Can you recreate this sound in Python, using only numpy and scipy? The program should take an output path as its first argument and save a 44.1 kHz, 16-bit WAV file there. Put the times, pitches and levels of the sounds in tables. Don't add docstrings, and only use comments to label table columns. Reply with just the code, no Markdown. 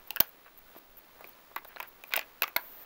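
import sys
import numpy as np
from scipy import signal
from scipy.fft import rfft, irfft, next_fast_len
from scipy.io import wavfile
from scipy.ndimage import uniform_filter1d, map_coordinates

SR = 44100
rng = np.random.default_rng(int(sys.argv[2]) if len(sys.argv) > 2 else 0)


def gain_from_db(level_db):
    decades = np.asarray(level_db, float) / 20
    return 10 ** decades


def store_wav(level_fs):
    pcm = np.round(np.clip(np.atleast_2d(level_fs), -1, 1) * 32767)
    wavfile.write(sys.argv[1], SR, pcm.T.astype(np.int16))


N = 125685

# (frequency [Hz], level [dB])
PORT = [(7000, -40), (10500, -16), (12500, -5), (15000, 0), (16200, -3), (17300, -22)]


def unit(x):
    return x / np.sqrt(np.mean(x ** 2) + 1e-20)


def top(x, db):
    return gain_from_db(db) * x / np.abs(x).max()


def along(points, hz):
    f, v = np.transpose(points)
    return np.interp(np.log(hz + 1), np.log(f + 1), v)


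def bump_db(hz, centre_hz, octaves):
    return -6 * (np.log2((hz + 1) / centre_hz) / octaves) ** 2


def wobble(rate_hz):
    knots = rng.standard_normal(int(N * rate_hz / SR) + 4)
    return map_coordinates(knots, [np.arange(N) * rate_hz / SR])


def filtered(x, response):
    m = next_fast_len(x.shape[-1] + 8192)
    spectrum = rfft(x, m) * response(np.fft.rfftfreq(m, 1 / SR))
    return irfft(spectrum, m)[..., :x.shape[-1]]


def noise(points, size=N):
    return unit(filtered(rng.standard_normal(size), lambda hz: gain_from_db(along(points, hz))))


def add(track, s, piece):
    part = track[round(s * SR):][:len(piece)]
    part += piece[:len(part)]


def add_in_room(track, s, piece):
    add(track, s, piece)
    add(track, s, echo(piece))


def plastic_blows(out, t):
    # (time [s], knock level [dB], clack level [dB], clack centre [Hz], snap level [dB])
    blows = [(0.074, -52, -60, 1400, -46), (0.106, -39, -26, 3670, -15.5), (0.1612, -37, -31, 1360, -19.5),
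             (0.1692, -34, -24.5, 1530, -39), (0.2021, -24, -16, 3400, -9), (0.203, -40, -26, 4500, -11),
             (0.205, -24, -21, 2600, -10), (0.2064, -23, -19, 4200, -20), (0.2082, -26.5, -30, 1460, -40),
             (0.215, -62, -43, 1630, -44), (0.222, -55, -39, 1400, -46), (0.7512, -41, -55, 1790, -56),
             (0.7629, -40, -47, 1310, -48), (1.2091, -40, -46, 1310, -40),
             (1.2426, -37.5, -40, 2500, -39.5), (1.251, -44, -55, 1310, -49),
             (1.516, -41.5, -52, 1310, -57), (1.5618, -49, -30, 1890, -25.5),
             (1.566, -33, -26.5, 1360, -45), (1.648, -37, -40, 1310, -36.5), (1.653, -36.5, -42, 1310, -49),
             (1.7616, -31, -37.5, 2310, -59), (1.769, -36, -31, 1470, -56), (1.784, -53.5, -42, 2500, -44),
             (1.801, -63, -29, 1340, -26.5), (1.803, -33, -31.5, 2330, -40), (1.8062, -31, -26, 2170, -51),
              (1.828, -37, -34, 1580, -28), (2.038, -37.5, -35.5, 2600, -34.5),
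              (2.1076, -38.5, -40, 1310, -40), (2.1227, -33.5, -42, 4500, -37),
              (2.137, -21.5, -12, 2820, -18), (2.1453, -33, -31, 2390, -50),
              (2.1582, -25.5, -17, 2600, -32), (2.1637, -29.5, -27, 1530, -13),
              (2.1614, -40, -36, 3000, -31), (2.1677, -45, -22.5, 1590, -38), (2.168, -37, -32, 3000, -28),
              (2.1726, -38, -27, 2410, -33), (2.174, -23.5, -31, 3000, -25),
              (2.1758, -45, -19.5, 3020, -46), (2.1923, -26.5, -20, 2600, -23.5),
              (2.2127, -52, -31, 2880, -45), (2.229, -53, -36, 2500, -55), (2.4206, -36, -28, 3000, -28),
              (2.421, -19.5, -18, 1690, -11.5), (2.4328, -24, -19.5, 3000, -16.5),
              (2.4393, -27.5, -18, 2570, -28), (2.4792, -36, -30, 2200, -32),
              (2.563, -19, -20, 1500, -17.5), (2.5656, -26.5, -22.5, 3550, -13),
              (2.575, -36, -33, 2800, -45)]
    # (frequency [Hz], level [dB])
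    tray = [(560, -8), (680, -3), (830, -1), (980, -1), (1110, 0)]
    # (frequency [Hz], level [dB])
    hub = [(1400, 0.0063), (1500, 0.0077), (1650, 0.011), (2060, 0.006), (2200, 0), (2380, 0),
           (2530, 0.025), (2750, 0.0079), (3100, 0), (3600, 0.01), (4100, 0.02), (4350, 0.01), (4800, 0)]
    # (frequency [Hz], level [dB])
    crack_colour = [(3000, -20), (4500, 10), (6500, 4.5), (8500, 1), (10500, -28), (12000, -27)]
    tray_t60_s, hub_t60_s = 0.019, 0.021
    contact_s, contact_growth = .00042, .025
    crack_under_db, bass_cut_hz = 9.5, 260
    for s, knock_db, clack_db, centre_hz, snap_db in blows:
        u = t / (contact_s * gain_from_db(contact_growth * 10 * (snap_db + 24)))
        touch = u * np.exp(-u)
        knock = top(ring(tray, tray_t60_s, t), knock_db)
        clack = top(ring(hub, hub_t60_s, t, centre_hz), clack_db)
        crack_db = (clack_db + snap_db) / 2 - crack_under_db
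        crack = top(touch * noise(crack_colour, len(t)), crack_db)
        snap = top(touch * noise(PORT, len(t)), snap_db)
        hit = filtered(knock + clack + crack + snap,
                       lambda hz: (1j * hz / (bass_cut_hz + 1j * hz)) ** 2)
        add_in_room(out, s, hit)


def ring(modes, t60_s, t, centre_hz=0):
    rise_s, ring_octaves = .0002, 0.6
    scatter_db, detune, phase_scatter_rad = 2.5, .02, .5
    t60_at_hz, damping_slope = 1500, 0.73
    hz, level_db = np.transpose(modes)[:, :, None]
    luck = rng.standard_normal((3, len(modes), 1))
    level_db = level_db + scatter_db * luck[0]
    if centre_hz:
        level_db = level_db + np.maximum(bump_db(hz, centre_hz, ring_octaves), -16)
    decay = gain_from_db(level_db - 60 * t / t60_s * (hz / t60_at_hz) ** damping_slope)
    phase = 2 * np.pi * hz * (1 + detune * luck[1]) * t + phase_scatter_rad * luck[2]
    return (decay * np.sin(phase)).sum(axis=0) * (1 - np.exp(-(t / rise_s) ** 2))


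def single_modes(out, t):
    # (time [s], level [dB], frequency [Hz], t60 [s])
    thuds = [(.1059, -28, 2780, .02), (.1065, -38, 850, .03), (.134, -50, 900, .02),
             (.1612, -35, 5300, .01), (.1614, -38, 2920, .012), (.1696, -31, 2650, .015),
             (.2065, -22, 6300, .008), (.2075, -33, 1500, .05), (.215, -36, 1620, .03),
             (.7625, -46, 349, .018), (.764, -47, 650, .02), (1.2437, -39, 2380, .014),
             (1.249, -48, 375, .02), (1.25, -52, 4500, .012), (1.333, -52, 4300, .015),
             (1.514, -50, 487, .02), (1.564, -44.5, 350, .02), (1.562, -28, 1130, .03),
             (1.5622, -30, 900, .03), (1.5625, -28, 2030, .025), (1.563, -38, 3800, .012),
             (1.65, -46, 3800, .012), (1.7615, -39, 4100, .012), (1.829, -39, 1600, .03),
             (1.829, -42, 2500, .025), (1.801, -31.5, 1003, .02), (1.802, -32, 2530, .025),
             (2.0392, -37, 2450, .016), (2.1215, -36, 2480, .06), (2.137, -30, 7100, .008),
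             (2.139, -27, 1520, .04), (2.159, -35, 7100, .008), (2.166, -30, 2500, .04),
             (2.177, -27.5, 677, .02), (2.193, -34, 7100, .008), (2.194, -34, 1660, .035),
             (2.4213, -18, 2546, .018), (2.4215, -25, 4010, .012), (2.4215, -27, 5350, .01),
             (2.433, -23, 2600, .02), (2.435, -28, 1100, .018), (2.4395, -32, 5600, .009),
             (2.4405, -27, 1230, .022), (2.5631, -19, 2200, .018), (2.5633, -22, 4330, .018),
             (2.5655, -25, 3900, .012), (2.566, -26, 990, .04), (2.57, -33, 1650, .06),
             (2.588, -40, 1650, .03), (2.638, -48, 594, .015)]
    partner_db, partner_offset = -10, .06
    for s, db, hz, t60_s in thuds:
        luck = rng.uniform(-1.03, 1, size=2)
        partner_hz = hz * (1 + partner_offset * (luck[0] + np.sign(luck[0])) / 2)
        partner = gain_from_db(partner_db) * np.sin(2 * np.pi * partner_hz * t + luck[1])
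        pair = np.sin(2 * np.pi * hz * t) + partner
        add_in_room(out, s, top(pair * gain_from_db(-60 * t / t60_s) * (1 - np.exp(-t * hz)), db))


def hub_grip(out, t):
    start_s, length_s, level_db = .2047, .0033, -2.5
    swell = np.sin(np.pi * np.clip(t / length_s, 0, 1)) ** 2
    add_in_room(out, start_s, top(swell * noise(PORT, len(t)), level_db))


def bed_thumps(out, t):
    # (time [s], level [dB])
    thumps = [
        (0.2053, -23),
        (2.566, -37.5),
    ]
    u = t / .0007
    for s, db in thumps:
        add(out, s, top(-u * (1 - 0.34 * u) * np.exp(-u), db))


def echo(x):
    # (frequency [Hz], t60 [s])
    decay = [(200, 0.25), (1500, 0.23), (5000, 0.15), (14000, 0.11)]
    # (frequency [Hz], level [dB])
    colour = [(200, 1.5), (800, -2), (1600, -1), (3000, -5), (6000, -7), (10000, -7), (14000, -4.5)]
    room_db, build_s = -21, 0.0014
    hz, t, z = signal.stft(rng.standard_normal(SR // 4), SR, nperseg=128)
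    fade_db = along(colour, hz)[:, None] - 60 * t / along(decay, hz)[:, None]
    tail = signal.istft(z * gain_from_db(fade_db), SR, nperseg=128)[1]
    tail = tail * (1 - np.exp(-np.arange(len(tail)) / SR / build_s))
    tail = tail / np.sqrt(SR * 0.003) / np.abs(tail).max() * 2
    return gain_from_db(room_db) * signal.fftconvolve(x, tail)


def contacts():
    out, t = np.zeros(N), np.arange(SR // 12) / SR
    plastic_blows(out, t)
    single_modes(out, t)
    hub_grip(out, t)
    bed_thumps(out, t)
    return out


def rubbing():
    # (time [s], length [s], level [dB], centre [Hz])
    rubs = [
        (0.445, 0.047, -58, 1230),
        (1.188, 0.049, -54.5, 785),
        (1.562, 0.03, -46.5, 1500),
        (1.687, 0.057, -57, 1286),
        (1.812, 0.053, -53, 1500),
        (2.106, 0.034, -48, 2040),
        (2.153, 0.052, -53, 2370),
        (2.193, 0.046, -52, 1700),
    ]
    octaves, lumps_db = 0.88, 1.8
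    out, t = np.zeros(N), np.arange(SR // 4) / SR
    lumps = gain_from_db(lumps_db * wobble(250))
    for s, length_s, db, centre_hz in rubs:
        grit = unit(filtered(rng.standard_normal(len(t)),
                             lambda hz: gain_from_db(bump_db(hz, centre_hz, octaves))))
        swell = np.sqrt(np.sin(np.pi * np.clip(t / length_s, 0, 1)) ** 2 + 1e-12) ** .5
        add(out, s, gain_from_db(db) * grit * swell)
    return out * lumps


def focus():
    # (first step [s], steps [count], level [dB])
    runs = [(.0753, 2, 0), (.2702, 1, -2), (.2786, 1, -2), (.2823, 1, -3), (.292, 1, 0), (.577, 3, 0),
            (.7711, 1, -3), (.7801, 2, 0), (.9714, 4, -1), (1.2752, 1, 0), (1.2874, 2, 0), (1.5795, 2, 0),
            (1.6763, 3, 0), (1.8764, 3, 0), (2.0722, 1, -3), (2.0811, 1, -1), (2.0926, 1, 0),
            (2.4731, 4, -1), (2.5751, 1, 2), (2.5827, 22, 0), (2.7166, 21, 0)]
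    # (time [s], level [dB])
    step_ticks = [(-.0018, -7), (-.0007, -5), (-.0002, 0), (.0006, -1), (.0021, -4), (.0036, -12)]
    # (frequency [Hz], level [dB])
    barrel = [(4000, -34), (11300, -24), (12600, -12), (13700, -1), (15000, 0), (15800, -7), (16300, -40)]
    step_s, jitter_s = .00599, .00003
    step_db, scatter_db, whirr_db = -35.5, 1.5, -21
    steps = np.array([(s + step_s * k, db) for s, count, db in runs for k in range(count)])
    at_s, size_db = np.transpose(step_ticks)
    luck = rng.standard_normal((2, len(steps), len(step_ticks)))
    where = np.round((steps[:, :1] + at_s + jitter_s * luck[0]) * SR).astype(int).ravel()
    size = gain_from_db(steps[:, 1:] + size_db + scatter_db * luck[1]).ravel()
    ticks = np.bincount(where, size, N)[:N]
    moving = np.clip(uniform_filter1d(ticks, size=260) * 90, 0, 1)
    whirr = gain_from_db(whirr_db) * moving * rng.standard_normal(N)
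    return top(filtered(ticks + whirr, lambda hz: gain_from_db(along(barrel, hz))), step_db)


def screen_whistles():
    # (frequency [Hz], rms level [dB])
    whistles = [
        (15709.2, -65),
        (11090, -80),
    ]
    t, out = np.arange(N) / SR, np.zeros(N)
    for hz, db in whistles:
        level = np.sqrt(2) * gain_from_db(db + .7 * wobble(30))
        out += level * np.sin(2 * np.pi * hz * t + .08 * wobble(20))
    return out


def room():
    # (frequency [Hz], density [dB per Hz])
    hiss_colour = [(40, -39), (70, -19.5), (295, -7), (1100, -7), (4000, -16.5), (8800, -27),
                   (12500, -23.5), (15700, -8.5)]
    # (time [s], level [dB])
    hiss_level = [(0.0, -59.5), (2.14, -58), (2.85, -56)]
    # (frequency [Hz], level [dB])
    rumble_colour = [(5, -2), (20, -5), (60, -17.5), (120, -22), (200, -64)]
    rumble_db, rumble_lumps_db = -69, 3.5
    hiss_db = np.interp(np.arange(N) / SR, *np.transpose(hiss_level)) + wobble(8)
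    hiss = gain_from_db(hiss_db) * noise(hiss_colour + [(16000, -60)])
    rumble = gain_from_db(rumble_db + rumble_lumps_db * wobble(8.7)) * noise(rumble_colour)
    return hiss + rumble


def scene():
    return (contacts() + rubbing() + focus() + screen_whistles() + room())[None]


def roll_off(x):
    return signal.sosfilt(signal.butter(12, 17510, fs=SR, output="sos"), x)


def record(dry):
    top_hz, slope_db_per_hz = 15800, .02
    mix = filtered(dry, lambda hz: gain_from_db(-slope_db_per_hz * np.maximum(hz - top_hz, 0)))
    return roll_off(mix)


dry = scene()
out = record(dry)
store_wav(out)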